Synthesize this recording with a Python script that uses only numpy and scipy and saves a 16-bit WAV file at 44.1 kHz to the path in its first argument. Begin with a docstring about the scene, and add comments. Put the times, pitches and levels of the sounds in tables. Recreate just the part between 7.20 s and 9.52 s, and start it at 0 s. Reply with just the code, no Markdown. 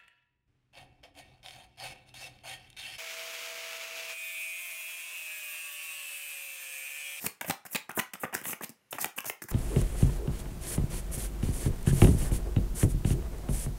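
"""Packets of cards land in an overhand shuffle above a table, about four strokes a second, with one short pause.
Each landing is a burst of impacts, filtered into a soft thud, a papery slap and a clatter of edges.
Between landings, sliding friction gives a swelling hiss from the card faces and a lower, stuttering rub.
The table top returns one faint reflection, a small room rings briefly, and a quiet noise floor lies beneath."""
import sys
import numpy as np
from scipy import signal
from scipy.fft import rfft, irfft, next_fast_len
from scipy.io import wavfile
from scipy.ndimage import map_coordinates

SR = 44100
rng = np.random.default_rng(int(sys.argv[2]) if len(sys.argv) > 2 else 0)


def output_pcm(signal):
    """Save a mono or channel-first signal as 16-bit PCM at the path in sys.argv[1].

    Samples are clipped to [-1, 1] before scaling.
    """
    pcm = np.clip(np.atleast_2d(signal).T, -1, 1) * 32767
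    wavfile.write(sys.argv[1], SR, np.round(pcm).astype(np.int16))


N = 102179
TIME = np.arange(N) / SR

# Colour of the background noise: f/Hz, spectral level/dB
FLOOR_COLOUR = [(25, -24), (160, -6.5), (400, -8), (900, -10.5), (2400, -10), (4000, -18.5), (8000, -23),
                (12000, -22), (16000, -34)]
# Reverberation time of the room: f/Hz, T60/s
ROOM_T60 = [(100, 0.27), (400, 0.19), (1000, 0.27), (2200, 0.26), (5000, 0.23), (9000, 0.21), (15000, 0.15)]
# Colour of the room's answer: f/Hz, level/dB
ROOM_COLOUR = [(60, -28.5), (200, -14.5), (500, -7.5), (1000, -4), (2500, -8), (5000, -4.5), (9000, -10.5),
               (15000, -6.5)]
# Cards sliding over each other: start t/s, speeding up t/s, slowing down t/s, swell/dB,
# hiss level/dB and rub level/dB (before trim and envelope), lowest hiss at the start f/Hz
SLIDES = [(0.0, 0.062, 0.014, 10.5, -34, -47, 4700), (0.217, .011, 0.0077, -1, -46, -49.5, 5970),
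          (0.253, 0.032, 0.01, 14, -36.5, -44.5, 8950), (0.452, 0.0096, 0.011, 8, -43, -60.5, 6030),
          (0.497, .039, 0.0063, 22, -32.5, -51, 9000), (.694, 0.004, 0.018, 9, -51.5, -49, 6000),
          (0.748, 0.031, 0.013, 13, -30, -51, 10300), (0.939, 0.0051, 0.011, -9, -56, -54, 6000),
          (0.997, 0.033, 0.021, 2.5, -40.5, -58.5, 8900), (1.158, .015, 0.034, -5.5, -47, -48.5, 6000),
          (1.236, .053, 0.046, 10, -31.5, -45, 7900), (1.417, 0.019, 0.0067, 13, -36, -40.5, 6740),
          (1.708, 0.013, 0.014, -6, -41.5, -66, 7100), (1.737, 0.012, 0.027, -4, -47.5, -48, 4900),
          (1.787, .028, 0.034, 21, -30.5, -43.5, 4760), (1.962, 0.023, 0.012, 6.5, -37.5, -55.5, 7460),
          (2.052, 0.033, 0.023, 4.5, -34, -51.5, 5440), (2.222, .006, 0.015, 3, -42, -67, 5400),
          (2.28, 0.031, .013, 19, -36.5, -52, 6500)]
# Colours of the friction: f/Hz, spectral level/dB
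HISS_COLOUR = [(1500, -17), (4000, 1), (5200, -2), (6500, -3), (8000, -1), (11000, 0), (14500, 2.5),
               (16000, -1.5)]
RUB_COLOUR = [(30, -25), (70, -15), (160, 3.5), (300, 2.5), (500, 0.5), (900, -1.5), (1400, -4),
              (2000, 2.5), (2900, -3.5), (3900, -11), (8000, -50)]
# Packets and single cards landing: t/s, length t/s, thud level/dB, slap level/dB, edge level/dB (before trim),
# slap pitch f/Hz, top of the slap f/Hz (higher when harder)
CONTACTS = [(0.041, 0.0065, -39.5, -41, -38, 720, 1800), (0.057, 0.001, -39, -54, -44, 600.0, 2800.0),
            (0.0634, 0.0037, -34.5, -33.5, -21, 2200, 4860), (0.066, 0.0013, -37, -30, -32, 2270, 2760),
            (0.2109, 0.0032, -43.5, -30.5, -31, 1700, 3780), (0.2148, 0.002, -49, -33.5, -36.5, 834, 2740),
            (0.245, 0.0076, -52, -37, -46, 615, 2930), (0.28, 0.011, -41, -42.5, -39, 610, 2400.0),
            (0.2971, 0.0041, -27, -26.5, -25, 716, 3700), (0.307, 0.0037, -40, -26.5, -26, 1830, 4600),
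            (0.452, 0.0036, -53.5, -42.5, -45, 1500, 2230),
            (0.463, 0.0059, -55.5, -45.5, -42.5, 2200, 3020), (0.5476, 0.0037, -31, -29, -28, 2620, 4900),
            (0.555, 0.0088, -62, -26.5, -28, 2180, 4350), (0.6927, 0.0048, -41, -34.5, -41, 1500, 2200.0),
            (0.707, 0.003, -53, -36.5, -60, 1430, 3040), (0.715, 0.00071, -66, -48, -35.5, 2210.0, 3200.0),
            (0.775, 0.0016, -28, -28.5, -44, 620, 1770), (0.779, 0.011, -41, -33.5, -47, 1030, 2130),
            (0.7899, 0.0029, -32, -28, -29.5, 1450, 3550), (0.795, 0.0018, -40, -23.5, -24, 2070, 3630),
            (0.799, 0.003, -50, -27, -27.5, 1850, 3150), (0.9349, 0.0046, -48.5, -38, -33.5, 2270, 3300),
            (0.941, 0.0099, -49.5, -53, -46, 1160, 3800.0), (0.954, 0.001, -62, -38, -75, 1280, 3430),
            (1.034, 0.0077, -35.5, -27.5, -44, 1230, 2460), (1.044, 0.0088, -38.5, -35, -60, 1710, 3120),
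            (1.127, 0.011, -49, -36.5, -49, 750, 2930), (1.14, 0.0083, -36.5, -37, -30.5, 1690, 2550),
            (1.15, 0.00037, -57, -23.5, -18, 1590, 2600.0), (1.153, 0.0039, -37.5, -55, -31, 1130.0, 2620),
            (1.2143, 0.00076, -43.5, -41.5, -37, 1810.0, 3000.0),
            (1.222, 0.0057, -53, -50, -52, 1550.0, 3200.0), (1.241, 0.0022, -57, -44, -44, 2040.0, 4100.0),
            (1.254, 0.0018, -73, -33, -32.5, 2200, 3830), (1.265, 0.0021, -43, -48, -41, 1890.0, 3800.0),
            (1.295, 0.0021, -40, -39, -50, 1160, 3100.0), (1.3312, 0.0027, -39.5, -31, -43, 2180, 3250),
            (1.409, 0.0056, -42.5, -37.5, -48, 790.0, 1800),
            (1.423, 0.00087, -72, -49, -38, 1890.0, 2800.0), (1.437, 0.011, -48, -43, -34, 2350, 4840),
            (1.4937, 0.00044, -41, -50.5, -34, 2430, 3100.0), (1.497, 0.0077, -47, -68, -47, 600.0, 1800),
            (1.727, 0.0036, -47, -31.5, -34, 634, 3840), (1.748, 0.0073, -45.5, -47, -50, 600.0, 3100.0),
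            (1.784, 0.0058, -71, -31.5, -39, 1210, 2430), (1.823, 0.0039, -55, -62, -34, 760.0, 3100.0),
            (1.8444, 0.00092, -38, -23, -20, 2140, 3700), (1.857, 0.0024, -39, -38, -31, 720, 2320),
            (1.978, 0.0056, -49, -38, -39, 1270.0, 3120), (1.9852, 0.0027, -47, -28.5, -30.5, 2620, 3200),
            (2.0053, 0.00055, -57, -43, -29.5, 1950, 3600.0), (2.044, 0.0039, -72, -39, -41.5, 805, 2920),
            (2.056, 0.011, -49.5, -42, -36, 640, 3100.0), (2.0974, 0.0016, -37.5, -26.5, -26, 2200, 3170),
            (2.219, 0.0054, -44, -39.5, -36.5, 1810, 2740), (2.2389, 0.00081, -70, -47, -34, 1410, 2100.0),
            (2.241, 0.0061, -43, -62, -65, 600.0, 2100.0), (2.286, 0.007, -79, -42.5, -41, 1700, 2440),
            (2.311, 0.0055, -43.5, -45, -39, 1090.0, 2090)]
# Colours of the impacts: f/Hz, spectral level/dB
THUD_COLOUR = [(25, -42), (55, -25.5), (90, -8), (140, -1), (230, 3), (380, -0.5), (600, -7), (1200, -22),
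               (4000, -55)]
SLAP_COLOUR = [(150, -16), (400, -1), (750, 0.5), (1250, -2.5), (2000, -3), (2800, -4), (3800, -7),
               (5500, -9.5), (16000, -30.5)]
EDGE_COLOUR = [(1000, -47), (3000, -14), (4200, -7.5), (5400, -1), (8000, 2), (11000, 0), (16000, 1.5)]

FLOOR_DB = -73
TOP_HZ, TOP_WIDTH_HZ = 15850, 50  # band limit of the whole sound
RIPPLE_DB = 1.1  # random unevenness of every colour
ROOM_DELAY_S, ROOM_BUILD_S, ROOM_STRETCHES = 0.0047, 0.0044, 10
TABLE_S, TABLE_DB = 0.0011, -19  # reflection from the table top

SLIDE_RISE_S, SLIDE_STOP_S = 0.0021, 0.0023  # time constants
SLIDE_SAG_DB = 7.5  # loss as the stroke slows
HISS_TRIM_DB, RUB_TRIM_DB = -1.5, 0
OVERLAP_HZ, HISS_SLOPE = 5240, 7.6  # lowest hiss at full overlap; steepness below it
STUTTER_DB, STUTTER_PER_S = 1.2, 260

ATTACK_S = 0.00021
THUD_DECAY_S, SLAP_DECAY_S, EDGE_DECAY_S = 0.0031, 0.0025, 0.00054  # amplitude time constants
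THUD_TRIM_DB, SLAP_TRIM_DB, EDGE_TRIM_DB = -2.5, -2.5, -2.5
FIRST_TOUCH = 7.4  # height of the opening impulse, before a factor that lowers it in short contacts
THUD_TOP_HZ, THUD_REF_DB, THUD_DB_PER_OCTAVE = 500, -37.5, 13  # a softer thud is also duller
SLAP_PEAK_DB, SLAP_OCTAVES = 6, 0.21  # height and width of a packet's resonance
SLAP_TOP_SLOPE = 9.8  # steepness above the top of the slap
SLAP_LOW_SHARE, SLAP_LOW_SLOPE = 0.37, 1.48  # a slap thins out below this share of its pitch


def amp(db):
    """Level to amplitude: 20 dB is a factor of ten."""
    return 10 ** (np.asarray(db) / 20)


def unit(x):
    """Normalisation of power: scale to rms 1."""
    return x / np.sqrt(np.mean(x ** 2) + 1e-20)


def along(points, hz):
    """Logarithmic frequency scale: interpolate (f/Hz, value) points along it."""
    f, v = np.transpose(points)
    return np.interp(np.log(hz + 1), np.log(f + 1), v)


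def skirt(ratio, slope):
    """Filter roll-off: loss in dB past an edge, where the ratio passes 1."""
    return -10 * np.log10(1 + ratio ** (2 * slope))


def coloured(x, points, extra_db=lambda hz: 0):
    """Minimum-phase filtering: a causal response from a level curve, slightly uneven at each use."""
    m = 2 * next_fast_len(len(x))
    hz = np.fft.rfftfreq(m, 1 / SR)
    position = np.log1p(hz / 400) * 11
    ripple = map_coordinates(rng.standard_normal(64), [position])
    level_db = along(points, hz) + RIPPLE_DB * ripple + extra_db(hz + 1)
    # folding the cepstrum onto positive times makes the filter causal
    cepstrum = irfft(np.log(amp(level_db) + 1e-4))
    cepstrum[1:m // 2] *= 2
    cepstrum[m // 2 + 1:] = 0
    return irfft(rfft(x, m) * np.exp(rfft(cepstrum)))[:len(x)]


def grains(size, rate, smooth):
    """Shot noise: tiny random snaps, rate a second, over a share of even noise."""
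    snaps = (rng.random(size) < rate / SR) * rng.standard_normal(size)
    return unit(snaps) + smooth * rng.standard_normal(size)


def background():
    """Stationary noise: a steady random signal with a fixed spectrum."""
    return amp(FLOOR_DB) * unit(coloured(rng.standard_normal(N), FLOOR_COLOUR))


def room(x):
    """Diffuse reverberation: decaying noise tails, drawn afresh for each stretch of time."""
    out = np.zeros(N)
    stretches = np.linspace(0, TIME[-1], ROOM_STRETCHES)
    for middle in stretches:
        hz, t, z = signal.stft(rng.standard_normal(SR // 2), SR, nperseg=256)
        t60 = along(ROOM_T60, hz)[:, None]
        decay = amp(along(ROOM_COLOUR, hz)[:, None] - 60 * t / t60)
        energy_norm = np.sqrt(2 * np.log(1000) / (t60 * SR))
        tail = signal.istft(z * decay * energy_norm, SR, nperseg=256)[1]
        since_delay = np.maximum(TIME[:len(tail)] - ROOM_DELAY_S, 0)
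        tail = tail * (1 - np.exp(-since_delay / ROOM_BUILD_S))
        within = abs(TIME - middle) < stretches[1] / 2
        out += signal.fftconvolve(x * within, tail)[:N]
    return out


def table_bounce(cards):
    """Specular reflection: the table top returns a delayed, weaker copy."""
    return amp(TABLE_DB) * np.pad(cards, (round(TABLE_S * SR), 0))[:N]


def opening(x, start_hz, length):
    """Time-varying high-pass: its edge glides to one common value as the cards come to overlap."""
    hz, t, z = signal.stft(x, SR, nperseg=128)
    edge = np.interp(t, [0, length], [start_hz, OVERLAP_HZ])
    gain = 1 / np.sqrt(1 + (edge / (hz[:, None] + 1)) ** (2 * HISS_SLOPE))
    return signal.istft(z * gain, SR, nperseg=128)[1][:len(x)]


def stutter(t):
    """Amplitude modulation: uneven grip makes the friction flutter."""
    knots = rng.standard_normal(int(t[-1] * STUTTER_PER_S) + 2)
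    return amp(STUTTER_DB * map_coordinates(knots, [t * STUTTER_PER_S]))


def slides():
    """Sliding friction: the level follows the stroke; faces hiss and flexing cards rub lower down."""
    out = np.zeros(N + SR)
    t = TIME[:SR // 4]
    for start, speeding, slowing, swell_db, hiss_db, rub_db, start_hz in SLIDES:
        stop = speeding + slowing
        speed = amp(np.interp(t, [0, speeding, stop], [-swell_db, 0, -SLIDE_SAG_DB]))
        speed = speed * (1 - np.exp(-t / SLIDE_RISE_S))
        speed = speed * np.exp(-np.maximum(t - stop, 0) / SLIDE_STOP_S)
        faces = coloured(grains(len(t), rate=5000, smooth=0.94), HISS_COLOUR)
        hiss = amp(hiss_db + HISS_TRIM_DB) * unit(opening(faces, start_hz, stop))
        flexing = coloured(grains(len(t), rate=450, smooth=0.63), RUB_COLOUR)
        rub = amp(rub_db + RUB_TRIM_DB) * unit(flexing)
        out[round(start * SR):][:len(t)] += speed * stutter(t) * (hiss + rub)
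    return out[:N]


def cushion(thud_db):
    """Contact softness: the hand muffles a soft landing more than a hard one (dB)."""
    top_hz = THUD_TOP_HZ * 2 ** ((thud_db - THUD_REF_DB) / THUD_DB_PER_OCTAVE)
    return lambda hz: skirt(hz / top_hz, 2.03)


def packet(pitch_hz, top_hz):
    """Damped resonance: one broad peak, thin far below it and falling steeply past its top (dB)."""
    def level_db(hz):
        octaves = np.log2(hz / pitch_hz)
        peak = SLAP_PEAK_DB * np.exp(-0.5 * (octaves / SLAP_OCTAVES) ** 2)
        above = skirt(hz / top_hz, SLAP_TOP_SLOPE)
        below = skirt(SLAP_LOW_SHARE * pitch_hz / hz, SLAP_LOW_SLOPE)
        return peak + above + below
    return level_db


def contact(length, decay, colour, rate, smooth, extra_db=lambda hz: 0):
    """Repeated impact: a first touch, then a dying burst; its energy is that of rms 1 over length + decay."""
    t = TIME[:SR // 16]
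    shape = (1 - np.exp(-t / ATTACK_S)) * np.exp(-np.maximum(t - length, 0) / decay)
    impacts = shape * grains(len(t), rate, smooth)
    touch = FIRST_TOUCH * np.sqrt(length / (length + ATTACK_S))
    impacts[round(ATTACK_S * SR)] += touch * rng.choice([-1, 1])
    burst = coloured(impacts, colour, extra_db)
    return burst * np.sqrt((length + decay) * SR / np.sum(burst ** 2))


def landings():
    """Superposed impacts: a packet thuds into the hand, slaps face on face and clatters with its edges."""
    out = np.zeros(N + SR)
    for start, length, thud_db, slap_db, edge_db, pitch_hz, top_hz in CONTACTS:
        thud = contact(length, THUD_DECAY_S, THUD_COLOUR, rate=2500, smooth=0.42, extra_db=cushion(thud_db))
        slap = contact(length, SLAP_DECAY_S, SLAP_COLOUR, rate=3000, smooth=0.33,
                       extra_db=packet(pitch_hz, top_hz))
        edge = contact(length, EDGE_DECAY_S, EDGE_COLOUR, rate=5600, smooth=2.2)
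        landing = amp(thud_db + THUD_TRIM_DB) * thud
        landing += amp(slap_db + SLAP_TRIM_DB) * slap
        landing += amp(edge_db + EDGE_TRIM_DB) * edge
        out[round(start * SR):][:len(landing)] += landing
    return out[:N]


def scene():
    """Superposition: cards, table reflection, room and background add linearly."""
    cards = landings() + slides()
    return (cards + table_bounce(cards) + room(cards) + background())[None]


def record(dry):
    """Band limitation: a steep low-pass removes the highest treble."""
    m = next_fast_len(N + SR // 2)
    hz = np.fft.rfftfreq(m, 1 / SR)
    gain = 0.5 * (1 - np.tanh((hz - TOP_HZ) / TOP_WIDTH_HZ))
    return irfft(rfft(dry, m) * gain, m)[..., :N]


dry = scene()
out = record(dry)
output_pcm(out)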